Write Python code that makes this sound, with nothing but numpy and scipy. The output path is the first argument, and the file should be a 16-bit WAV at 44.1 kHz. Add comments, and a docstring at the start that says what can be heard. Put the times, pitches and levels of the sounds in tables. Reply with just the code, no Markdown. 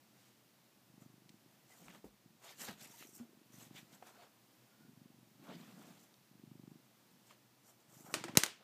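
"""Purring cat with a felt toy

A cat purrs close by in a quiet room while it paws a felt toy on a string over a ribbed mat.
Shaped noise makes the scuffs, ticks, fuzzy tones and room hush; trains of soft pulses make the purr.
Damped sines with noise clicks are thuds on the boards under the mat; late on, a hard toy clatters
on the bare floor as noise cracks over low knocks, each with an echo."""
import sys
import numpy as np
from scipy import signal
from scipy.fft import rfft, irfft, next_fast_len
from scipy.io import wavfile
from scipy.ndimage import uniform_filter1d, map_coordinates

SR = 44100
rng = np.random.default_rng(int(sys.argv[2]) if len(sys.argv) > 2 else 0)


def wav_out(sig):
    """Save sig, one row per channel (or a flat mono array), as 16-bit PCM at SR to the path in sys.argv[1]."""
    wavfile.write(sys.argv[1], SR, np.round(np.clip(np.atleast_2d(sig).T, -1, 1) * 32767).astype(np.int16))


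N = 380583  # length in samples


def amp(db):
    """Decibels to amplitude."""
    return 10 ** (np.asarray(db) / 20)


def unit(x):
    """Scale x to rms 1."""
    return x / np.sqrt(np.mean(x ** 2) + 1e-20)


def along(points, hz):
    """Read (Hz, value) points on a log frequency axis."""
    point_hz, values = np.transpose(points)
    return np.interp(np.log(hz + 1), np.log(point_hz + 1), values)


def wobble(rate):
    """A smooth random curve with this many knots a second."""
    knots = rng.standard_normal(int(N * rate / SR) + 4)
    return map_coordinates(knots, [np.arange(N) * rate / SR])


def coloured(x, spectrum):
    """Filter x by a curve of (Hz, dB) points."""
    size = next_fast_len(len(x) + 4096)
    gain = amp(along(spectrum, np.fft.rfftfreq(size, 1 / SR)))
    return irfft(rfft(x, size) * gain, size)[:len(x)]


def add(track, s, sound):
    """Mix a sound into the track from second s on."""
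    part = track[round(s * SR):][:len(sound)]
    part += sound[:len(part)]


# How fast the room dies away. Each row: frequency in Hz, t60 (time to fall 60 dB) in seconds.
ROOM_DECAY = [(100, 0.49), (500, 0.24), (3000, 0.38), (8000, 0.23), (15000, 0.19)]


def echo(seconds):
    """A fresh noise tail of energy 1 in which each frequency dies at its own speed."""
    hz, t, z = signal.stft(rng.standard_normal(int(seconds * SR)), SR, nperseg=256)
    decay = amp(-60 * t / along(ROOM_DECAY, hz)[:, None])
    tail = signal.istft(z * decay, SR, nperseg=256)[1]
    return tail / np.linalg.norm(tail)


# Colour of the room tone. Each row: frequency in Hz, relative density in dB per Hz.
HUSH_COLOUR = [(25, -20.5), (70, -24), (100, -15.5), (122, 2), (155, -10), (200, -1), (260, -6.5),
               (330, -6.5), (420, -13), (700, -12.5), (1400, -17.5), (5000, -20.5), (9700, -25),
               (13000, -23.5), (15300, -22.5)]
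HUSH_DB = -68.5  # centre of a slowly wandering level


def hush():
    """Room tone and microphone hiss: steady noise with a slowly wandering level."""
    noise = unit(coloured(rng.standard_normal(N), HUSH_COLOUR))
    return amp(HUSH_DB + 0.72 * wobble(2.41)) * noise


RISE_DB_PER_S, FALL_DB_PER_S = 450, 280  # every stroke swells fast and fades slower


def swells(rows):
    """One gain per sample for each level column: rise, hold and fall, overlaps added in power."""
    t, power = np.arange(N) / SR, 0
    for s, held, *db in rows:
        rise_db = -RISE_DB_PER_S * np.clip(s - t, 0, .3)
        fall_db = -FALL_DB_PER_S * np.clip(t - s - held, 0, .5)
        power = power + amp(2 * (rise_db + fall_db)) * amp(2 * np.array(db))[:, None]
    return np.sqrt(power)


def rubbing(spectrum, grit_db, rate, patchy_db):
    """Noise of rms 1: fibres catch unevenly and the colour comes in patches."""
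    gritty = amp(grit_db * wobble(rate)) * rng.standard_normal(N)
    z = signal.stft(gritty, nperseg=512)[2]
    # blur random values over 5 frequency bins, then over 6 frames
    patches = uniform_filter1d(rng.standard_normal(z.shape), 5, 0)
    patches = uniform_filter1d(patches, 6, 1)
    patchy = signal.istft(z * amp(patchy_db * unit(patches)), nperseg=512)[1][:N]
    return unit(coloured(patchy, spectrum))


# Colours of dull dragging, scratching claws, swishing fur and rumbling boards.
# Each row: frequency in Hz, relative density in dB per Hz.
DRAG_COLOUR = [(200, -16), (400, -0.5), (700, 3), (1000, -1), (1400, -1.5), (2200, -15.5), (5000, -39)]
SCRATCH_COLOUR = [(700, -21), (1400, -6), (1800, 0.5), (3100, -1), (4600, -3.5), (6000, -13.5),
                  (12000, -30.5)]
FUR_COLOUR = [(3000, -31), (4800, -13.5), (5600, -3.5), (7400, -1), (10500, -9.5), (13500, -4.5),
              (15200, -12.5)]
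BOARDS_COLOUR = [(40, -60), (90, -26), (160, -2), (215, -1), (300, -7), (400, -17), (800, -46)]
# Strokes over the mat. Each row: moment of full level in seconds, hold in seconds,
# dragging level in dB, scratching level in dB, fur swish level in dB.
MAT_STROKES = [(.17, .12, -80.5, -75.5, -77), (1.02, .002, -72.5, -79, -70), (1.70, 0.17, -73.5, -74, -69),
               (1.897, .004, -64, -65, -71), (1.94, 0.02, -66.5, -69.5, -69.5), (2.444, .03, -61, -64, -63),
               (2.49, .028, -66, -61, -62.5), (2.61, 0.034, -58.5, -55, -51),
               (2.686, .002, -52.5, -50.5, -56.5), (2.812, 0.041, -66.5, -61.5, -58.5),
               (2.9, 0.089, -72, -68.5, -63), (3.0, 0.035, -69, -63, -61), (3.07, .03, -82, -82, -64),
               (3.15, 0.02, -77, -78, -60), (3.2, .002, -64, -71, -74), (3.54, 0.057, -72, -70, -65.5),
               (3.61, 0.025, -67, -64.5, -60.5), (3.768, .01, -65, -58, -60.5),
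               (3.93, .01, -65, -68.5, -65), (4.04, .004, -63, -75, -74), (4.07, .02, -62.5, -67, -67),
               (4.15, 0.042, -67.5, -72.5, -76), (4.22, 0.013, -64, -66.5, -73), (5.44, .03, -67, -71, -74),
               (5.49, .03, -57.5, -66, -77), (5.535, .01, -67, -60, -76), (5.58, .14, -67.5, -68.5, -72.5),
               (5.76, .04, -67, -73, -74), (5.82, .1, -66.5, -71, -70.5), (5.95, .03, -72.5, -75, -77),
               (6.0, .04, -78, -79, -70.5), (7.27, 0.0091, -85, -82, -70), (7.31, .002, -68, -65.5, -72.5),
               (7.662, 0.041, -72.5, -80, -67.5), (7.804, .002, -74, -78, -75), (7.9, .02, -74, -80, -72),
               (7.945, .075, -72, -75.5, -65), (8.06, .01, -66, -75, -63), (8.075, .04, -59, -80, -72),
               (8.128, .004, -66, -70, -61), (8.618, .012, -62, -75, -89)]
# Body weight shifting on the boards. Each row: moment of full level in seconds, hold in seconds,
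# level in dB.
WEIGHT_SHIFTS = [(1.816, .09, -62), (1.948, 0.018, -62.5), (2.6, 0.017, -62), (2.7, .02, -57.5),
                 (2.82, .005, -62.5), (3.93, .03, -67), (4.82, 0.075, -64.5), (5.43, .02, -60),
                 (5.488, .06, -53), (5.58, .045, -56), (5.69, .13, -58.5), (5.85, .07, -62),
                 (5.96, .06, -69), (7.09, .08, -72)]


def scuffs():
    """Friction noise: dragging sounds dull, claws scratch, fur swishes bright, weight rumbles in the boards."""
    drag, scratch, swish = swells(MAT_STROKES)
    weight, = swells(WEIGHT_SHIFTS)
    return (drag * rubbing(DRAG_COLOUR, grit_db=2.0, rate=120, patchy_db=1.0)
            + scratch * rubbing(SCRATCH_COLOUR, grit_db=1.5, rate=220, patchy_db=2.5)
            + swish * rubbing(FUR_COLOUR, grit_db=2.0, rate=270, patchy_db=2.5)
            + weight * rubbing(BOARDS_COLOUR, grit_db=1.2, rate=45, patchy_db=.8))


# Runs of purring flaps. 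Each row: first flap in seconds, last flap in seconds, push pitch in Hz,
# then relative effort in dB at the start, halfway and at the end.
PURR_RUNS = [(.901, 1.102, 240, -67, -62, -64), (1.142, 1.343, 238, -68, -66, -63),
             (1.423, 1.463, 240, -82, -74, -67), (2.261, 2.353, 210, -66, -70, -71),
             (2.783, 2.903, 270, -72, -69, -66), (3.012, 3.374, 283, -64, -68, -69),
             (3.417, 3.504, 235, -69, -72, -69), (3.543, 3.712, 236, -61, -65, -59),
             (3.751, 3.831, 226, -60.5, -68, -63), (4.809, 5.06, 235, -66, -64, -62),
             (5.104, 5.4, 245, -65.5, -70, -67), (6.316, 6.397, 225, -70, -66, -63),
             (6.438, 6.718, 225, -59, -58, -56), (6.759, 6.799, 225, -61, -66, -72),
             (7.850, 8.088, 225, -74, -64.5, -59), (8.129, 8.339, 250, -57.5, -54.5, -53.5)]
# What of the purr carries out of the throat. Each row: frequency in Hz, gain in dB.
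THROAT_GAIN = [(30, -55), (62, -36), (88, -7), (120, 5), (200, 0), (15000, 2)]
FLAPS_PER_S = 25  # rounded so that each run holds whole flaps


def purr():
    """Each flap of the larynx is a soft push of about two cycles; a small click of the folds leads it."""
    out, t = np.zeros(N), np.arange(-SR // 50, SR // 25) / SR
    for first, last, push_hz, *effort_db in PURR_RUNS:
        times = np.linspace(first, last, round((last - first) * FLAPS_PER_S) + 1)
        effort_curve = np.polyfit([first, (first + last) / 2, last], effort_db, deg=2)
        for k, s in enumerate(times):
            late, size, pitch, snap = rng.standard_normal(4)  # no two flaps are alike
            hz = push_hz * (1 + .08 * pitch)
            push = -np.cos(2 * np.pi * hz * t) * np.exp(-(t / 0.0025) ** 2)
            click_shape = np.exp(-((t + 0.0044) / 0.0007) ** 2)  # 4.4 ms ahead of the push
            click = amp(-18 + 3.0 * snap) * np.sin(2 * np.pi * 900 * t) * click_shape
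            swing_db = 0.42 * (-1) ** k  # strong and weak flaps take turns
            level_db = np.polyval(effort_curve, s) + 11.5 + swing_db + 1.4 * size
            add(out, s + t[0] + 0.00062 * late, amp(level_db) * (push + click))
    out = coloured(out, THROAT_GAIN)
    return out + amp(-13) * signal.fftconvolve(out, echo(.4))[:N]


# Ticks and one low thump of noise. Each row: start in seconds, relative level in dB, centre in Hz,
# t60 in seconds.
NOISE_TICKS = [(1.292, -53, 4000, .025), (1.882, -44, 1400, .015), (1.948, -55, 1500, .04),
               (2.044, -53, 327, 0.2), (2.617, -39, 6460, .015), (2.682, -51, 3000, 0.018),
               (3.025, -47, 1500, 0.018), (3.19, -59, 1490, .04), (4.025, -50.5, 1100, 0.034),
               (4.072, -58, 6000, .01), (5.47, -48, 1100, 0.012), (6.141, -57, 3600, 0.016),
               (7.309, -47.5, 1000, 0.012)]


def ticks():
    """Fast-rising, decaying bursts of noise, mostly short, an octave or two wide."""
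    out, t = np.zeros(N), np.arange(SR // 20) / SR
    for s, db, hz, t60 in NOISE_TICKS:
        band = [(hz / 6, -40), (hz / 2.0, -4), (hz, 0), (hz * 1.68, -5), (hz * 6, -30)]
        noise = unit(coloured(rng.standard_normal(len(t)), band))
        decay = amp(db - 1.5 - 60 * t / max(t60, .003))
        attack = 1 - np.exp(-t * hz * 3)
        add(out, s, decay * attack * noise)
    return out


# Faint fuzzy tones. Each row: start in seconds, end in seconds, pitch in Hz, level in dB.
FUZZY_TONES = [(1.7, 1.745, 2000, -70.5), (2.87, 2.9, 940, -69), (2.915, 2.96, 915, -67),
               (4.18, 4.26, 700, -68), (4.66, 4.92, 1430, -79)]


def whistles():
    """Noise in a band narrow enough to suggest a pitch, which swells and fades."""
    out = np.zeros(N)
    for start, end, hz, db in FUZZY_TONES:
        t = np.arange(round((end - start) * SR)) / SR
        band = [(hz * 0.87, -60), (hz * 0.96, -5), (hz, 0), (hz * 1.04, -5), (hz * 1.23, -60)]
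        noise = unit(coloured(rng.standard_normal(SR), band))[:len(t)]
        swell = np.sqrt(np.sin(np.pi * t / (end - start)))
        add(out, start, amp(db) * swell * noise)
    return out


# Paw and toy thuds. Each row: start in seconds, level in dB, ring pitch in Hz, ring t60 in seconds,
# then click and boom in dB relative to that level.
PAW_THUDS = [(1.848, -62, 300, .05, -20, 0), (2.043, -36.5, 430, 0.011, -30, -17),
             (2.052, -50.5, 202, 0.12, -30, -30), (2.69, -39, 221, 0.049, -24, -28),
             (3.2, -43, 237, 0.085, -24, -35), (3.2086, -46.5, 236, 0.18, -30, -35),
             (4.025, -43.5, 740, 0.034, -19, -34), (5.487, -55, 210, .07, -22, -25),
             (8.143, -44, 333, 0.16, -30, -28), (8.245, -44.5, 336, 0.21, -30, -33)]


def thuds():
    """A soft blow: a short click, one damped ring of the boards and a deep boom."""
    out, t = np.zeros(N), np.arange(SR // 3) / SR
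    for s, db, hz, t60, click_db, boom_db in PAW_THUDS:
        ring_attack = 1 - np.exp(-t * hz * 5.7)
        ring = np.sin(2 * np.pi * hz * t) * amp(-60 * t / max(t60, .005)) * ring_attack
        noise = unit(coloured(rng.standard_normal(len(t)), DRAG_COLOUR))
        click = amp(click_db - 60 * t / 0.0048) * noise
        boom_attack = 1 - np.exp(-t / 0.013)
        boom = amp(boom_db - 60 * t / 0.19) * np.sin(2 * np.pi * 52 * t) * boom_attack
        add(out, s, amp(db) * (ring + click + boom))
    return out + amp(-11.0) * signal.fftconvolve(out, echo(.4))[:N]


# Hard toy on the floor. Each row: time in seconds, level in dB, knock in dB relative to that level,
# echo energy in dB relative to the crack, dullness in dB per octave above 1 kHz.
TOY_BOUNCES = [(8.1403, -21, -28, -3, 3.5), (8.196, -50, -20, -8, -1), (8.2396, -30.5, -18, -3.5, 4.5),
               (8.2821, -38.5, -11, 2.5, 7), (8.3525, -35, -21, 1.5, 6.5), (8.372, -2, 0, -12, 0),
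               (8.4351, -11.5, -22, -10, 1.5), (8.4623, -24.5, -19.5, -13.5, 3)]
# Colour of a crack before dulling. Each row: frequency in Hz, relative density in dB per Hz.
CRACK_COLOUR = [(100, -18), (320, -2.5), (800, -5), (2000, -4), (4000, -4), (8400, -2.5), (13600, -10.5),
                (16500, -19.5)]


def clatter():
    """Each bounce is a noise crack of a few ms over a low knock, answered by the room."""
    out, t = np.zeros(N), np.arange(SR // 20) / SR
    for s, db, knock_db, echo_db, dull_db in TOY_BOUNCES:
        shape = (1 - np.exp(-t / 0.00059)) ** 2 * np.exp(-(t / 0.002) ** 2)
        colour = [(hz, level - dull_db * np.log2(max(hz, 1000) / 2000)) for hz, level in CRACK_COLOUR]
        crack = unit(coloured(rng.standard_normal(len(t)), colour)) * shape
        knock_tone = np.sin(2 * np.pi * 165 * (t - .0013)) * (t > .0013)
        knock = amp(knock_db - 60 * t / 0.016) * knock_tone
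        add(out, s - .0004, amp(db) * (crack + knock))
        # floor and furniture answer first, the far room fades in behind them
        near = coloured(rng.standard_normal(len(t)), colour) * amp(-60 * t / 0.055)
        far = coloured(echo(.6), colour)
        far[:len(t)] *= 1 - np.exp(-t / 0.002)
        strength = amp(db + echo_db) * np.linalg.norm(shape)
        add(out, s + 0.000977, strength * amp(1.5) * near / np.linalg.norm(near))
        add(out, s + .001, strength * far / np.linalg.norm(far))
    # a light toy moves no deep bass
    return signal.sosfilt(signal.butter(2, 120, "high", fs=SR, output="sos"), out)


def scene():
    """All layers summed to one channel."""
    return (hush() + scuffs() + purr() + ticks() + whistles() + thuds() + clatter())[None]


TOP_HZ = 15350  # upper band limit


def record(dry):
    """Gain control ducks after loud blows and recovers slowly; deep bass and all above the band limit are lost."""
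    keep = np.exp(-1 / (.3 * SR))  # power is averaged over about 0.3 s
    loud = signal.lfilter([0, 1 - keep], [1, -keep], dry ** 2)
    x = dry * (1 + loud / amp(-41.5) ** 2) ** -.15
    x = signal.sosfilt(signal.butter(2, 60, "high", fs=SR, output="sos"), x)
    return signal.sosfilt(signal.ellip(12, .5, 75, TOP_HZ, fs=SR, output="sos"), x)


dry = scene()
out = record(dry)
wav_out(out)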